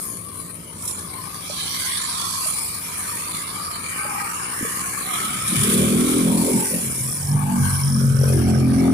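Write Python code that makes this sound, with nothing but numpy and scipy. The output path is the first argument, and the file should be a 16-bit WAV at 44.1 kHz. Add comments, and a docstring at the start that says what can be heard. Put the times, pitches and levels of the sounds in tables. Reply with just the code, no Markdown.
"""Traffic at a roadside bend

Scooters, motorcycles and two cars pass a few metres from a pocket microphone with two ports (openings).
Two loud one-cylinder exhausts thump over distant ones, each firing making the pipe ring.
Road noise roars and hisses, coloured by each port, its narrow bands flickering in and out.
The bank behind scatters the bass."""
import sys
import numpy as np
from scipy import signal
from scipy.fft import rfft, irfft
from scipy.io import wavfile
from scipy.ndimage import uniform_filter1d

SR = 44100
rng = np.random.default_rng(int(sys.argv[2]) if len(sys.argv) > 2 else 0)


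def store_pcm(level_fs):
    """Save levels as 16-bit WAV."""
    pcm = np.round(np.clip(level_fs, -1, 1) * 32767).astype(np.int16)
    wavfile.write(sys.argv[1], SR, np.atleast_2d(pcm).T)


N = 393813

# The second loud exhaust: (time [s], firing rate [Hz], level [dB], low ring centre [Hz],
# upper ring over level [dB], upper ring centre [Hz], boom over level [dB])
SECOND_ENGINE = [(7.1, 47.7, -37, 132, -25, 340, -34), (7.246, 47.63, -30, 130, -28, 445.5, -1),
                 (7.338, 49.34, -13.5, 150.5, -42, 596, -33), (7.42, 48.47, -22, 150, -40, 550, -14),
                 (7.538, 46.63, -20.5, 205, -17, 260, -26), (7.614, 46.54, -15.5, 145, -23, 298, -9),
                 (7.69, 46.23, -21, 162, -25, 300, -1.5), (7.79, 45.7, -22.5, 127, -37, 450, -9),
                 (7.85, 46.77, -17.5, 131, -45, 480, -22), (7.97, 45.05, -15, 160.2, -32, 262, -17),
                 (8.016, 45.28, -14, 152.5, -18.5, 450, -26), (8.1, 45.1, -12.5, 133.4, -32, 480, -26),
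                 (8.24, 44.79, -16, 139.1, -11, 476.6, -11), (8.3, 44.76, -14, 146, -13, 473, -12),
                 (8.36, 44.15, -15, 143, -7.5, 346, -6), (8.454, 44.15, -17, 160, -5.5, 278, -6),
                 (8.58, 43.98, -15, 146, -14, 390, -10), (8.64, 43.28, -16, 154, -3, 253, -10),
                 (8.88, 44.33, -17.5, 174, 2, 270, -12), (8.93, 46.2, -18.5, 179.5, 3, 262.3, -9)]
# Swirling gas against the firings in each loud exhaust: (first [ratio], second [ratio])
GAS_SHARES = [.4, .28]


def undb(db):
    """Turn decibels into a gain."""
    return 10 ** (np.asarray(db) / 20)


def unit(x):
    """Scale to an average power of 1."""
    return x / np.sqrt(np.mean(x ** 2))


def curves(table):
    """A gate that is open while the table lasts, and its columns at every sample."""
    times, *columns = np.transpose(table)
    t = np.arange(N) / SR
    gate = uniform_filter1d(1. 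* ((t >= times[0]) & (t <= times[-1])), SR // 20, mode="nearest")
    return gate, [np.interp(t, times, column) for column in columns]


def band(x, lo_hz, hi_hz, order=2):
    """Keep what lies between two frequencies."""
    return signal.sosfilt(signal.butter(order, [lo_hz, hi_hz], "bandpass", fs=SR, output="sos"), x)


def shaped(x, points):
    """Colour a sound by (frequency [Hz], gain [dB]) points."""
    hz, db = np.transpose(points)
    f = np.maximum(np.fft.rfftfreq(N, 1 / SR), 1)
    return irfft(rfft(x) * undb(np.interp(np.log(f), np.log(hz), db)), N)


def walk(rate):
    """Glide to a new random value rate times a second; the spread is near 1."""
    return np.interp(np.arange(N) * rate / SR, np.arange(200), rng.standard_normal(200)) * 1.2


def firings(hz, jitter, scatter_db):
    """One pulse a cycle, uneven in timing and size; also the place in the cycle, 0 to 1."""
    turns = np.cumsum(hz) / SR
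    starts = np.flatnonzero(np.diff(np.floor(turns)))
    timing, size = rng.standard_normal((700, 2))[:len(starts)].T
    starts += (jitter * timing * SR / hz[starts]).astype(int)
    pulses = np.zeros(N)
    pulses[np.clip(starts, 0, N - 1)] = undb(scatter_db * size)
    return pulses, turns % 1


def add_burst(out, start_s, db, t60, hz=None):
    """Add a sharp rise that fades 60 dB in t60 seconds; with hz, it carries a tone."""
    t = np.arange(SR // 5) / SR
    shape = np.exp(-np.log(1000) * t / t60) * (1 - np.exp(-t / 0.00054))
    tone = 1 if hz is None else np.sin(2 * np.pi * hz * t)
    i = int(start_s * SR)
    out[i:i + len(t)] += undb(db) * shape * tone


def traffic_rumble():
    """Distant traffic blurs into a low, gently wavering noise."""
    # Tone of the rumble: (frequency [Hz], relative level [dB])
    colour = [(15, -59), (25, -35), (91, -2), (139, -9), (171, 0), (205, -8), (436, -16), (700, -18.5),
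              (910, -80), (1540, -120)]
    return undb(-41.5 + .8 * walk(6)) * unit(shaped(rng.standard_normal(N), colour))


def far_engines():
    """Steady firings, dulled by distance."""
    # One list for each engine: (time [s], firing rate [Hz], level [dB])
    engines = [
        [(0, 58.2, -45.5), (.6, 57.4, -46.5), (1.1, 59.24, -46), (2.2, 60.04, -49.5), (2.8, 59, -58)],
        [(2.4, 50, -83), (3, 52.1, -45.5), (3.7, 55.4, -46), (4.2, 59.37, -45), (4.7, 62.55, -42),
         (5.4, 64, -41.5), (5.9, 62.2, -46)],
        [(1.8, 39, -58), (2.2, 38.2, -74), (3.5, 38.66, -69), (4.5, 38.9, -53), (5.5, 38.7, -68),
         (5.8, 38, -58)],
        [(5.7, 36.24, -26.5), (6, 36.06, -26.5), (6.4, 36.05, -47), (6.8, 36.54, -37.5), (7.1, 36.4, -42.5),
         (7.4, 36.7, -57)],
    ]
    # Tone of a distant exhaust pipe: (frequency [Hz], relative level [dB])
    pipe = [(40, -30), (75, -4), (120, -3), (180, 0), (300, -2), (480, -7), (700, -20), (1100, -50),
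            (2000, -120)]
    out = 0
    for engine in engines:
        gate, (hz, db) = curves(engine)
        pulses, _ = firings(hz, jitter=0.00087, scatter_db=2.0)
        out += gate * undb(db) * unit(shaped(pulses, pipe))
    return out


def tyre_swells():
    """Swells of tyre noise as traffic passes; their powers add, and the loudest set side and centres."""
    # (loudest at [s], fade time [s], roar [dB], whir [dB], rattle [dB], hiss [dB],
    # twice the left-minus-right level [dB], roar centre [Hz], rattle centre [Hz])
    swells = [(0, 0.18, -46, -56, -46, -31.5, 9.5, 1110, 4900),
              (.4, 0.14, -49, -59, -50, -38, 13, 1090, 4200),
              (0.885, 0.12, -45.5, -51, -46.5, -31.5, 1.5, 1050, 5800),
              (1.22, 0.73, -43, -50, -46, -39.5, 9, 1060, 4400),
              (1.64, 0.26, -42.5, -43, -31.5, -32.5, 0, 1010, 4300),
              (1.9, 0.27, -44, -37.5, -36, -28.5, -3.5, 1050, 4100),
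              (2.22, 0.42, -35, -56, -34, -32, -4, 1080, 4700),
              (2.49, 0.22, -59, -43, -48, -26, 0, 1110, 5100),
              (3.06, 0.39, -39, -39.5, -42.5, -30.5, -0.5, 1130, 5050),
              (3.36, 0.15, -39.5, -41, -41, -34, -7, 1280, 4000),
              (3.64, 0.25, -35.5, -48, -40, -36, 2, 1230, 4600),
              (3.961, 0.19, -38, -34.5, -59, -32, -3.5, 1280, 4130),
              (4.2, 0.33, -34.5, -40.5, -46.5, -37, 0.5, 1060, 5200),
              (4.7, 0.81, -37, -36.5, -43, -30, -0.5, 1140, 5060),
              (5.17, 0.19, -32, -37, -35.5, -31, 1, 1300, 3030),
              (5.64, 0.32, -36, -33, -32.5, -23, -2.5, 1180, 3230),
              (6.1, 0.23, -37, -39, -35.5, -27, -1.5, 1190, 3440),
              (6.42, 0.18, -38.5, -64, -40, -28.5, 1.5, 869.6, 5100),
              (6.64, 0.36, -45, -39.5, -40, -26, -0.5, 890, 5645),
              (7.048, 0.29, -47.5, -64, -45.5, -29.5, -1, 1080, 6050),
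              (7.418, 0.19, -32.5, -45, -68, -52, 3.5, 830, 5500),
              (7.691, 0.21, -37, -42.5, -38.5, -28, 2, 920, 5800),
              (7.98, 0.22, -43.5, -52, -43, -35, -1, 1340, 5500),
              (8.28, 0.16, -41, -41.5, -40, -32, 8, 1390, 5450),
              (8.5, 0.15, -39.5, -41, -41, -46, 3, 700, 5650),
              (8.78, 0.18, -39.5, -39.5, -42, -38, 0, 725, 5100)]
    # The road between swells: (roar [dB], whir [dB], rattle [dB], hiss [dB])
    background_db = [-71, -56.5, -57, -46]
    peak_s, fade_s, *zones_db, side_db, roar_hz, rattle_hz = np.transpose(swells)[:, :, None]
    t = np.arange(0, N + 256, 256) / SR
    width_s = np.where(t < peak_s, 0.53 * fade_s, fade_s)  # rises quicker than it fades
    shape = (1 + ((t - peak_s) / width_s) ** 2) ** -1.966
    power = undb(2 * np.array(zones_db)) * shape
    mean = lambda value, weight: (value * weight ** 2).sum(0) / (weight ** 2).sum(0)
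    gains = np.sqrt(power.sum(1) + undb(2 * np.array(background_db))[:, None])
    rows = [*gains, mean(side_db, power.sum(0)), mean(roar_hz, power[0]), mean(rattle_hz, power[2])]
    return [np.interp(np.arange(N) / SR, t, row) for row in rows]


def port_noise():
    """Left and right noise: the hollow of each port passes its resonances and little between them."""
    # Resonances of each port: (frequency [Hz], width [Hz], gain [dB])
    left_modes = [(770, 210, -5), (1094, 435, -1.5), (1710, 640, -5.5), (2284, 320, -3), (3084, 630, -6),
                  (4600, 3300, -18), (9350, 700, 5.5), (10770, 2100, -2.5), (14800, 4300, -14.5)]
    right_modes = [(940, 220, -8), (1270, 250, -2.5), (1536, 146, -4), (2240, 560, -13.5), (3410, 240, -8),
                   (4295, 2900, -7.5), (5640, 1500, -7), (7010, 2700, -8), (8210, 1120, -3.5),
                   (9170, 420, 1.5), (9790, 350, 0), (10250, 280, -1), (11020, 470, -4),
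                   (12300, 1400, -11.5), (14500, 3000, -18)]
    # What gets through between them: (left [dB], right [dB])
    floors_db = [-45, -21]
    f = np.fft.rfftfreq(N, 1 / SR)
    common = rng.standard_normal(N)
    sides = []
    for modes, floor_db, lag_s in zip((left_modes, right_modes), floors_db, (.0005, 0)):
        noise = .7 * np.roll(common, int(lag_s * SR)) + rng.standard_normal(N)
        peaks = sum(undb(2 * db) / (1 + (2 * (f - hz) / width) ** 2) ** 2 for hz, width, db in modes)
        sides.append(irfft(rfft(noise) * np.sqrt(undb(2 * floor_db) + peaks), N))
    return sides


def road_noise(beat, patchy_db, flicker_db, throb_db, focus_db):
    """Narrow strips of noise swell and drop out alone; roar, whir and rattle follow moving centres."""
    # The four zones of road noise: (roar [Hz], whir [Hz], rattle [Hz], hiss [Hz])
    zone_hz = [1000, 2100, 4400, 9500]
    # The moving whir: (time [s], centre [Hz])
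    whir_path = [(0, 2280), (1.5, 2300), (1.9, 2080), (2.5, 2350), (3.8, 2190), (4.5, 1790), (5, 2100),
                 (5.7, 2450), (6.8, 2360), (7.3, 1600), (7.9, 1610), (8.05, 1470), (8.35, 1450),
                 (8.6, 2350), (8.93, 2350)]
    *levels, side_db, roar_hz, rattle_hz = tyre_swells()
    _, (whir_hz,) = curves(whir_path)
    noise = port_noise()
    # around 6 s the flicker evens out
    unevenness = 1 - .65 * np.exp(-((np.arange(N) / SR - 6.05) / .6) ** 4)
    zones, power = np.zeros((4, 2, N)), np.zeros((4, 1, N))
    for step, hz in enumerate(680 * 2 ** np.arange(0, 4.6, 1 / 10)):
        zone = np.argmin(abs(np.log(hz / np.array(zone_hz))))
        centre_hz = (roar_hz, whir_hz, rattle_hz, hz)[zone]
        boost_db = focus_db[zone] * np.exp(-(np.log2(hz / centre_hz) / .3) ** 2)
        shared_drift = walk(6)
        depth = unevenness * min(1, (2500 / hz) ** .4)  # the top hiss is smoother
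        for side in range(2):
            drift_db = patchy_db * (0.73 * shared_drift + 0.84 * walk(8)) + flicker_db * walk(20)
            gain = undb(boost_db + depth * drift_db)
            strip = band(noise[side], hz * 2 ** -.056, hz * 2 ** .056)
            zones[zone, side] += (-1) ** step * gain * strip  # flipped so neighbours do not cancel
            power[zone] += gain ** 2 * np.mean(strip ** 2) / 2.5
    zones /= np.sqrt(uniform_filter1d(power, SR // 8))  # steady each zone before setting its level
    throb = undb(throb_db * unit(band(rng.standard_normal(N), 8, 45, order=1)))
    gains = np.array(levels) * throb
    gains[1:] *= undb(.8 * beat)  # the loud engines shake loose parts
    gains[2:] += np.array([[.1], [.4]]) * hiss_spits()
    lean = undb(np.array([side_db, -side_db]) / 4)
    return (gains[:, None] * zones).sum(0) * lean


def narrow_noise_bands():
    """A narrow band of road noise swells, holds and fades, wavering a little."""
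    # (middle [s], length [s], centre [Hz], level [dB], left minus right [dB])
    bands = [(.3, 0.48, 1146, -48.5, 6), (1.15, 0.49, 1070, -43.5, 12), (1.85, 0.12, 1593, -45, 1),
             (1.856, 0.28, 2100, -38, 10), (1.878, .23, 3337, -41, -6), (2.29, 0.5, 1070, -37.5, 12),
             (2.6, 0.91, 2380, -44, 12), (3.651, 0.24, 1184, -38, 10), (4.06, 0.55, 2340, -37, 10),
             (4.138, 0.28, 832, -34, 10), (4.15, .45, 1255, -38, -1), (4.6, 0.24, 1770, -37, 10),
             (4.766, 0.32, 1073, -39, 5), (5.11, 0.11, 721, -36, 14), (5.35, 0.43, 1285, -32.5, 0),
             (6.03, 0.23, 1320, -38.5, -1), (6.45, 0.4, 936, -41, 2), (6.61, 0.11, 875, -34, -6),
             (7.553, 0.25, 856, -34, 12), (7.647, 0.48, 1571, -41, -1), (7.69, 0.37, 1130, -35, 9),
             (8.167, 0.35, 1480, -43, -6)]
    out, t = 0, np.arange(N) / SR
    half_width = 0.041  # share of the centre frequency
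    for middle_s, length_s, hz, db, side_db in bands:
        noise = unit(band(rng.standard_normal((2, N)), hz * (1 - half_width), hz * (1 + half_width)))
        swell = np.exp(-abs(2 * (t - middle_s) / length_s) ** 3)
        lean = undb([[side_db / 4], [-3 * side_db / 4]])
        out += undb(db + 2.0 * walk(12)) * swell * noise * lean
    return out


def hiss_spits():
    """Brief jumps in gain that make the road hiss spit."""
    # (time [s], relative strength [dB], time to fade 60 dB [s])
    spits = [(0.8218, -23, 0.033), (0.853, -20, 0.031), (0.877, -14, 0.05), (0.9084, -24, 0.05),
             (5.4765, -20, 0.083), (5.634, -9, 0.03), (5.6984, -17, 0.032), (5.737, -9, 0.037),
             (5.8262, -22, 0.027)]
    out = np.zeros(N)
    for start_s, db, t60 in spits:
        add_burst(out, start_s, db, t60)
    return out


def wheel_knocks():
    """A wheel drops on a seam in the road: a short dull ring."""
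    # (time [s], level [dB], pitch [Hz])
    knocks = [(1.498, -24, 590), (2.459, -28, 640), (4.05, -26.5, 583), (4.609, -22, 295),
              (4.628, -17, 228), (4.649, -21, 460)]
    out = np.zeros(N)
    for start_s, db, hz in knocks:
        add_burst(out, start_s, db, t60=.06, hz=hz)
    return out


def ring_gains(bands_hz, centre_hz, db_per_octave, waver_db):
    """Gains of total power 1 for bands that ring most near a moving centre and waver on their own."""
    gains = np.array([undb(-db_per_octave * abs(np.log2(hz / centre_hz)) + waver_db * walk(12))
                      for hz in bands_hz])
    return gains / np.sqrt((gains ** 2).sum(0))


def exhaust(engine, snarl, edges, gas_share, puff_db, puff_hz,
            low_bands, low_db_per_octave, high_db_per_octave, waver_db):
    """Firings and swirling gas ring the pipe, and a puff follows each firing. Gives (sound, beat)."""
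    gate, (hz, db, low_hz, high_db, high_hz, boom_db) = curves(engine)
    # seven bands, from the bottom up: boom, low ring bands, upper ring bands, snarl
    mids = np.sqrt(np.multiply(edges[1:], edges[:-1]))
    low = ring_gains(mids[1:low_bands + 1], low_hz, low_db_per_octave, waver_db)
    high = ring_gains(mids[low_bands + 1:-1], high_hz, high_db_per_octave, waver_db)
    gains = undb(db) * np.vstack([undb(boom_db), low, undb(high_db) * high])
    _, (snarl_db,) = curves(snarl)
    snarl_gain = undb(snarl_db + waver_db * walk(9))
    pulses, phase = firings(hz, jitter=.008, scatter_db=1.2)
    drive = unit(pulses) + gas_share * rng.standard_normal(N)
    body = 0
    for k, gain in enumerate([*gains, snarl_gain]):
        ring = unit(band(drive, edges[k], edges[k + 1], order=3))
        # the pulse reaches each band later along the pipe, spreading the thump over the cycle
        body += gain * np.roll(ring, int(k * .0068 * SR))
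    puff = unit(np.exp(-phase / 0.37) * band(rng.standard_normal(N), puff_hz / 1.14, puff_hz * 1.23))
    return gate * (body + snarl_gain * undb(puff_db) * puff), gate * np.cos(2 * np.pi * phase)


def first_exhaust():
    """The first loud machine thumps past, its firings speeding up."""
    # (time [s], firing rate [Hz], level [dB], low ring centre [Hz],
    # upper ring over level [dB], upper ring centre [Hz], boom over level [dB])
    engine = [(5.2, 37.1, -37.5, 270, 0, 385, -15), (5.33, 36, -37, 159, -36, 385, -15),
              (5.48, 35.94, -35, 134, -30, 460, -14), (5.525, 35.92, -24, 223, -19, 517, -31),
              (5.6, 36.88, -20.5, 126, -19, 385, -14), (5.66, 37.91, -21.5, 224, -5, 400, -19),
              (5.82, 39.58, -16.5, 166, -7, 383, -22), (6.05, 41.48, -20, 247, -8.5, 394, -26),
              (6.2, 42.8, -17.5, 220, -9.5, 402, -29), (6.42, 42.6, -17, 211.2, -14.5, 436, -23),
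              (6.49, 42.98, -28.5, 280, 5, 484, -25), (6.56, 43.64, -15.5, 218, -13.5, 420, -35),
              (6.69, 43.8, -41.5, 224, 2.5, 425, -11), (6.75, 43.9, -21.5, 217, -9, 499.6, -28),
              (6.81, 44.1, -35, 198, -9, 449.7, -14), (6.86, 43.9, -25, 152, -18, 420, -22),
              (6.93, 43.36, -36, 148, -17, 454, -7), (7.056, 43.8, -27.5, 131, -28, 449, -30),
              (7.15, 45.2, -39, 158.4, -18, 451, -12)]
    # The pipe's highest band: (time [s], level [dB])
    snarl = [(5.2, -53), (5.258, -59), (6.008, -41), (6.252, -54), (6.286, -34.5), (6.948, -74.5),
             (7.15, -47)]
    # Limits of the pipe's seven bands [Hz]
    edges = [60, 110, 160, 240, 330, 450, 600, 800]
    return exhaust(engine, snarl, edges, GAS_SHARES[0], puff_db=-11, puff_hz=1160,
                   low_bands=3, low_db_per_octave=25.5, high_db_per_octave=33.0, waver_db=3.0)


def valve_ticks():
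    """The valves of a small engine give a short metallic rasp each cycle, mostly on the right."""
    # Ticking, which dips while a car screens it: (time [s], level before the side gains [dB])
    levels = [(6.85, -57), (7.07, -42), (7.32, -38.5), (7.42, -56), (7.64, -58), (7.8, -38), (7.96, -36),
              (8.1, -45), (8.22, -35.5), (8.34, -40), (8.75, -51)]
    # (time [s], tick rate [Hz])
    rates = [(6.85, 44.5), (7.07, 45.8), (7.66, 46.4), (7.98, 45.3), (8.19, 44.5), (8.4, 43.9),
             (8.75, 43.9)]
    gate, (db,) = curves(levels)
    _, (hz,) = curves(rates)
    pulses, _ = firings(hz, jitter=.01, scatter_db=1.5)
    tails = signal.lfilter([1], [1, -np.exp(-1 / (.004 * SR))], pulses)  # 4 ms decay
    rasp = unit(band(tails * rng.standard_normal(N), 5160, 5760))
    return gate * undb(db) * rasp * undb([[-10], [3]])


def second_exhaust():
    """The second loud machine follows with a deeper thump and snarls near the end."""
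    # The pipe's highest band: (time [s], level [dB])
    snarl = [(7.1, -60), (7.9, -70), (8.22, -63), (8.34, -38), (8.57, -33.5), (8.7, -39), (8.88, -31),
             (8.93, -43)]
    # Limits of the pipe's seven bands [Hz]
    edges = [60, 110, 160, 240, 285, 400, 580, 800]
    return exhaust(SECOND_ENGINE, snarl, edges, GAS_SHARES[1], puff_db=-12, puff_hz=1330,
                   low_bands=2, low_db_per_octave=29.5, high_db_per_octave=26.5, waver_db=2.25)


def pipe_bark():
    """Each firing knocks a short ring out of the second pipe's mouth, blurred by a little gas."""
    # (time [s], level [dB])
    levels = [(8.25, -60), (8.53, -42), (8.58, -50), (8.67, -38), (8.75, -51), (8.86, -39), (8.93, -39)]
    gate, (db,) = curves(levels)
    _, (hz, *_) = curves(SECOND_ENGINE)
    pulses, _ = firings(hz, jitter=0.0083, scatter_db=1.0)
    tails = signal.lfilter([1], [1, -np.exp(-1 / (.003 * SR))], pulses)  # 3 ms decay
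    gas = unit(tails * rng.standard_normal(N))
    return gate * undb(db) * unit(band(unit(pulses) + .6 * gas, 1130, 1310))


def bank_echoes(x, echo_db, low_cut_hz, buffet_db):
    """Echoes off the grassy bank shift as the traffic moves and reach the two ports differently."""
    n = np.arange(N)
    echo = sum(np.interp(n - SR * (lag_s + 0.0018 * walk(0.94)), n, x) for lag_s in (.011, .019, .031))
    low_cut = signal.butter(1, low_cut_hz, "highpass", fs=SR, output="sos")
    echo = undb(echo_db) * signal.sosfilt(low_cut, echo)
    # air stirred by the loud machines buffets each port on its own
    loudness = np.sqrt(uniform_filter1d(x ** 2, SR // 10))
    gusts = np.array([unit(band(rng.standard_normal(N), 30, 52)) for _ in range(2)])
    left = np.roll(x, int(0.00032 * SR))  # bass bends round the housing and lags less than road noise
    return np.array([left + echo, x - echo]) + undb(buffet_db) * loudness * gusts


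def scene():
    """The low sounds echo off the bank; road noise, ticks and bark arrive directly."""
    rumble = traffic_rumble()
    first, first_beat = first_exhaust()
    second, second_beat = second_exhaust()
    low = first + second + far_engines() + rumble + wheel_knocks()
    road = road_noise(first_beat + second_beat, patchy_db=3.0, flicker_db=5.0, throb_db=1.22,
                      focus_db=[11.0, 5.0, 7.0, 0])
    bass = bank_echoes(low, echo_db=-17.5, low_cut_hz=152, buffet_db=-26)
    return bass + road + narrow_noise_bands() + valve_ticks() + pipe_bark()


def record(dry):
    """The recorder rounds the loudest peaks and cuts the highest treble."""
    ceiling, top_hz = .45, 15500
    rounded = ceiling * np.tanh(dry / ceiling)
    return signal.sosfilt(signal.ellip(14, .2, 70, top_hz, fs=SR, output="sos"), rounded)


dry = scene()
out = record(dry)
store_pcm(out)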